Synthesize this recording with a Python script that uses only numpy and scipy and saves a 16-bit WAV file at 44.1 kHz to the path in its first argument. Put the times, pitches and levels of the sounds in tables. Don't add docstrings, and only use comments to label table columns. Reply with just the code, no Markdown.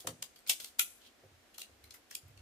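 import sys
import numpy as np
from scipy import signal
from scipy.fft import rfft, irfft, next_fast_len
from scipy.io import wavfile
from scipy.ndimage import uniform_filter1d

SR = 44100
rng = np.random.default_rng(int(sys.argv[2]) if len(sys.argv) > 2 else 0)


def transcribe(u):
    v = np.clip(np.atleast_2d(u).T, -1, 1)
    q = np.round(v * 32767).astype(np.int16)
    wavfile.write(sys.argv[1], SR, q)


N = 106281


def pole_clacks(lead_s=0.004):
    # hit_s, level_db, decay_s, low_mid_db, treble_db, ring_db, lower_hz, upper_hz
    hits = [(0.0717, -33, 0.0038, 2, -4, -12, 3160, 10340), (.225, -36, 0.0022, -4, -3, -17, 3150, 4740),
            (0.3597, -56.5, 0.0044, -3, 1, -11, 3270, 4540), (.3897, -61.5, 0.002, 2, 7, -17, 4200, 8300),
            (0.4651, -52.5, .0042, 0.5, -22, -12, 2340, 4300),
            (.4950, -22, 0.0064, -13, -1.5, -12.5, 2256, 3210),
            (0.6005, -43, .005, -2.5, -0.5, -11, 3420, 4470),
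            (0.6445, -42, 0.0026, -10, -5, -18, 4450, 11600),
            (0.7877, -48, 0.0012, 6.5, -6, -12, 4520, 9600),
            (.7940, -21.5, 0.0027, -11, 2.5, -6, 2500, 8260), (1.543, -56, 0.0069, -4, -4, -3, 2950, 4160),
            (1.582, -44.5, 0.0025, -6.5, 1.5, -15, 1200, 4170),
            (1.6173, -43.5, .002, -10, -5, -21, 2810, 3870), (1.8399, -56.5, .0037, -5, 3, -12, 2180, 4180),
            (1.908, -50.5, 0.0019, -11, -5, -12, 4220, 5000), (1.94, -51, 0.0085, -5, 2.5, -13, 1460, 2020),
            (2.111, -47, .0028, -1.5, -2.5, -14, 1870, 5660),
            (2.152, -36.5, 0.0016, -16.5, -0.5, -18, 4900, 7060),
            (2.282, -65.5, .004, 0, 5, -15, 1400, 12100), (2.375, -60, 0.0023, -4, -10, -15, 2680, 4330)]
    # level_db, echo_db
    echo_curve = [(-55.5, -2.5), (-36.5, -7.5), (-19.5, -4)]
    for hit_s, level_db, *contact in hits:
        echo_db = np.interp(level_db, *np.transpose(echo_curve))
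        yield hit_s - lead_s, clack(level_db, *contact, lead_s), echo_db


def clack(level_db, decay_s, low_mid_db, treble_db, ring_db, lower_hz, upper_hz, lead_s,
          rise_s=0.0014, span_s=0.0081, pan_left_db=1.9):
    # freq_hz, gain_db
    contact_eq = [(60, -23.5), (250, -8.5), (600, -3.5), (1050, -3.5), (1700, -2.5), (2400, 0.5),
                  (3300, 2.5), (5000, -0.5), (8000, -1.5), (11000, -3), (14500, -1), (16000, -19)]
    hit_eq = [(1750, low_mid_db), (2300, -4), (4000, -4), (6000, 0), (9000, 0), (11500, treble_db)]
    t = np.arange(SR // 7) / SR - lead_s
    hold_s = decay_s / 2
    envelope = np.exp(np.minimum(t / rise_s, -np.maximum(t - hold_s, 0) / decay_s))
    force = np.tanh(noise_pair(len(t), correlation=0.19)) * envelope
    vibration = tube(force, ring_db) + grip_notes(force, lower_hz, upper_hz, level_db)
    sound = colour(bending_waves(vibration), contact_eq, hit_eq)
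    sound *= np.sqrt(span_s * SR / np.sum(sound ** 2, axis=1, keepdims=True))
    return sound * amp([[level_db + pan_left_db / 2], [level_db - pan_left_db / 2]])


def tube(force, ring_db=-14):
    # freq_hz, t60_s, level_db
    tube_modes = [(1240, 0.045, -9), (1387, 0.032, 6), (1930, 0.074, -13), (2690, 0.046, -28),
                  (3110, 0.078, -11.5), (3347, 0.047, 1.5), (3846, 0.06, -15.5), (4510, 0.042, -1),
                  (6114, 0.08, -0.5), (6670, 0.053, -8), (6750, 0.12, -9), (8030, 0.048, -19.5),
                  (8560, .05, -4), (9020, 0.15, 4), (10120, 0.15, 2), (10294, 0.17, 2.5),
                  (11860, 0.076, -3), (12380, 0.16, 2), (14330, 0.1, -3)]
    return force + amp(ring_db) * convolve(force, ring(tube_modes, np.arange(SR // 7) / SR))


def grip_notes(force, lower_hz, upper_hz, level_db, usual_db=-42, width_hz=230):
    lift_db = 10 - 0.22 * (level_db - usual_db)
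    peaks = [signal.iirpeak(hz, hz / width_hz, fs=SR) for hz in (lower_hz, upper_hz)]
    return (amp(lift_db) - 1) * sum(signal.lfilter(b, a, force) for b, a in peaks)


def bending_waves(x, travel_s=0.0035, size=1024):
    hz = np.fft.rfftfreq(size, 1 / SR)
    slowness = np.sqrt(1000 / (hz + 500))
    delay_s = travel_s * (slowness - slowness[-1])
    phase_rad = -2 * np.pi * np.cumsum(delay_s) * hz[1]
    return convolve(x, irfft(np.exp(1j * phase_rad))[:size // 2])


def pole_slides(bright_db=-57.5, grain_db=3.5, echo_db=-4):
    # start_s, end_s, level_db, swell_db
    rubs = [(0, 0.023, -51, -15), (0.471, 0.51, -41, 7.5), (.598, 0.698, -53, -11),
            (1.001, 1.083, -63.5, 10), (1.588, 1.623, -49.5, 5), (2.095, 2.148, -60, 7)]
    for start_s, end_s, level_db, swell_db in rubs:
        size = int((end_s - start_s) * SR)
        grain = amp(grain_db * unit_rms(uniform_filter1d(rng.standard_normal(size), 60)))
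        envelope = amp(np.linspace(0, swell_db, size)) * signal.windows.tukey(size, 0.2)
        friction = noise_pair(size, correlation=0.067) * grain * envelope
        treble_db = 2.6 * min(level_db - bright_db, 0)
        rub_eq = [(500, -9), (1600, -20), (3200, 3.5), (6000, treble_db / 2), (12000, treble_db)]
        sound = colour(tube(np.pad(friction, ((0, 0), (0, SR // 8)))), rub_eq)
        yield start_s, amp(level_db) * sound * np.sqrt(size) / np.linalg.norm(sound[0]), echo_db


def deck_thuds(echo_db=-10):
    # start_s, knock_gain_db, boom_gain_db, pitch_hz
    blows = [(0.046, -49, -57.5, 107), (.074, -43.5, -51, 110.8), (.117, -69, -51, 150),
             (.19, -71, -62, 119.3), (.496, -64, -60, 194), (1.235, -60, -61.5, 98.8),
             (1.315, -82, -65, 86.7), (1.69, -70, -67, 70.4), (1.808, -81, -65.5, 74.4),
             (2.232, -85, -55.5, 90.5), (2.284, -88, -57.5, 99), (2.363, -97, -57.5, 66.7)]
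    t = np.arange(SR // 3) / SR
    for start_s, knock_gain_db, boom_gain_db, pitch_hz in blows:
        sound = amp(knock_gain_db) * board_knock(t) + amp(boom_gain_db) * frame_boom(t, pitch_hz)
        yield start_s, sound, echo_db


def board_knock(t, rise_s=0.0018, span_s=0.016, scuff_db=-5, scuff_decay_s=0.031):
    # freq_hz, t60_s, level_db
    board_modes = [(248, 0.48, -11), (398, 0.072, -1.5), (516, 0.11, 2), (688, 0.034, 0.5),
                   (760, 0.11, -32), (908, 0.065, -46)]
    board = ring(board_modes, t, spread_rad=np.pi / 8) * np.sqrt(span_s * SR)
    scuff_eq = [(80, -19), (200, -5.5), (550, -1.5), (900, -20), (2000, -30)]
    scuff = unit_rms(colour(noise_pair(len(t), correlation=1), scuff_eq)) * np.exp(-t / scuff_decay_s)
    return (board + amp(scuff_db) * scuff) * (1 - np.exp(-t / rise_s))


def frame_boom(t, pitch_hz, rise_s=0.0076):
    # pitch_ratio, level_db
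    frame_modes = [(0.701, -12), (0.999, 0), (1.379, -4.5)]
    decay_s = 0.045 * (92.3 / pitch_hz) ** 2.28
    tone = sum(amp(db) * np.sin(2 * np.pi * ratio * pitch_hz * t) for ratio, db in frame_modes)
    envelope = (1 - np.exp(-t / rise_s)) * np.exp(-t / decay_s)
    return 2 * tone * envelope * amp([[-1], [1]])


def surroundings(x, onset_s=0.0055, hold_s=0.015, canopy_t60_s=0.13, tree_t60_s=0.48, taps_per_s=6000):
    t = np.arange(SR * 2 // 5) / SR
    taps = rng.standard_normal((2, len(t))) * (rng.random((2, len(t))) < taps_per_s / SR)
    canopy = taps * amp(-60 * np.maximum(t - hold_s, 0) / canopy_t60_s)
    scatter = rng.permuted(taps, axis=1) * amp(-21 - 60 * t / tree_t60_s)
    trees = colour(scatter, [(300, 6.9), (3000, 6.1), (9000, 12), (15000, 3.1)])
    response = diffuse(canopy + trees) * np.clip(t / onset_s, 0, 1) ** 2
    return convolve(x, response / np.linalg.norm(response, axis=1, keepdims=True))


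def forest_air(level_db=-65.5, waver_db=0.5, waver_below_hz=8):
    # freq_hz, relative_density_db
    air_spectrum = [(18, -45), (30, -3), (88, -8), (164, -19.5), (230, -6.5), (673, -10.5), (728, -8),
                    (852, -14.5), (1290, -13.5), (1910, -13), (7460, -21.5), (8720, -24), (14300, -26.5),
                    (15500, -40)]
    size = next_fast_len(N, real=True)
    hz = np.fft.rfftfreq(size, 1 / SR)
    white = rfft(rng.standard_normal((2, size)))
    wash = diffuse(irfft(white * amp(log_interp(air_spectrum, hz)), size))
    waver = unit_rms(irfft(rfft(rng.standard_normal(size)) * (hz < waver_below_hz), size))
    return (amp(level_db + waver_db * waver) * unit_rms(wash))[:, :N]


def diffuse(x):
    # freq_hz, left_right_correlation
    coherence = [(60, 0.57), (250, 0.65), (600, 0.41), (1500, 0.12), (4000, 0.048), (12000, 0.0223)]
    a, b = rfft(x)
    c = log_interp(coherence, np.fft.rfftfreq(x.shape[1], 1 / SR))
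    return irfft(np.array([a, c * a + np.sqrt(1 - c ** 2) * b]), x.shape[1])


def ring(modes, t, spread_rad=np.pi):
    out = 0
    for hz, t60_s, db in modes:
        phase_rad = rng.uniform(-spread_rad, spread_rad, (2, 1))
        out += amp(db - 60 * t / t60_s) / np.sqrt(t60_s) * np.sin(2 * np.pi * hz * t + phase_rad)
    return out / np.linalg.norm(out[0])


def noise_pair(size, correlation):
    a, b = rng.standard_normal((2, size))
    return np.array([a, correlation * a + np.sqrt(1 - correlation ** 2) * b])


def colour(x, *curves, size=2048):
    hz = abs(np.fft.fftfreq(size, 1 / SR))
    log_gain = np.log(amp(sum(log_interp(points, hz) for points in curves)))
    response = np.fft.ifft(np.exp(np.conj(signal.hilbert(log_gain)))).real
    return convolve(x, response[:size // 2])


def convolve(x, response):
    return signal.fftconvolve(x, np.atleast_2d(response), axes=1)[:, :x.shape[1]]


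def log_interp(points, hz):
    freq_hz, value = np.transpose(points)
    return np.interp(np.log(hz + 1), np.log(freq_hz + 1), value)


def amp(db):
    return 10 ** (np.asarray(db) / 20)


def unit_rms(x):
    return x / np.sqrt(np.mean(x ** 2) + 1e-20)


def add(mix, start_s, sound):
    part = mix[:, max(round(start_s * SR), 0):][:, :sound.shape[-1]]
    part += sound[..., :part.shape[1]]


def scene():
    direct, echo_send = np.zeros((2, 2, N))
    for start_s, sound, echo_db in [*pole_clacks(), *pole_slides(), *deck_thuds()]:
        add(direct, start_s, sound)
        add(echo_send, start_s, amp(echo_db) * sound)
    return direct + surroundings(echo_send) + forest_air()


def record(dry, low_cut_hz=52, high_cut_hz=15500):
    highpass = signal.butter(2, low_cut_hz, "highpass", fs=SR, output="sos")
    lowpass = signal.firwin(151, high_cut_hz, window=("kaiser", 8), fs=SR)
    return signal.oaconvolve(signal.sosfilt(highpass, dry), lowpass[None], "same")


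dry = scene()
out = record(dry)
transcribe(out)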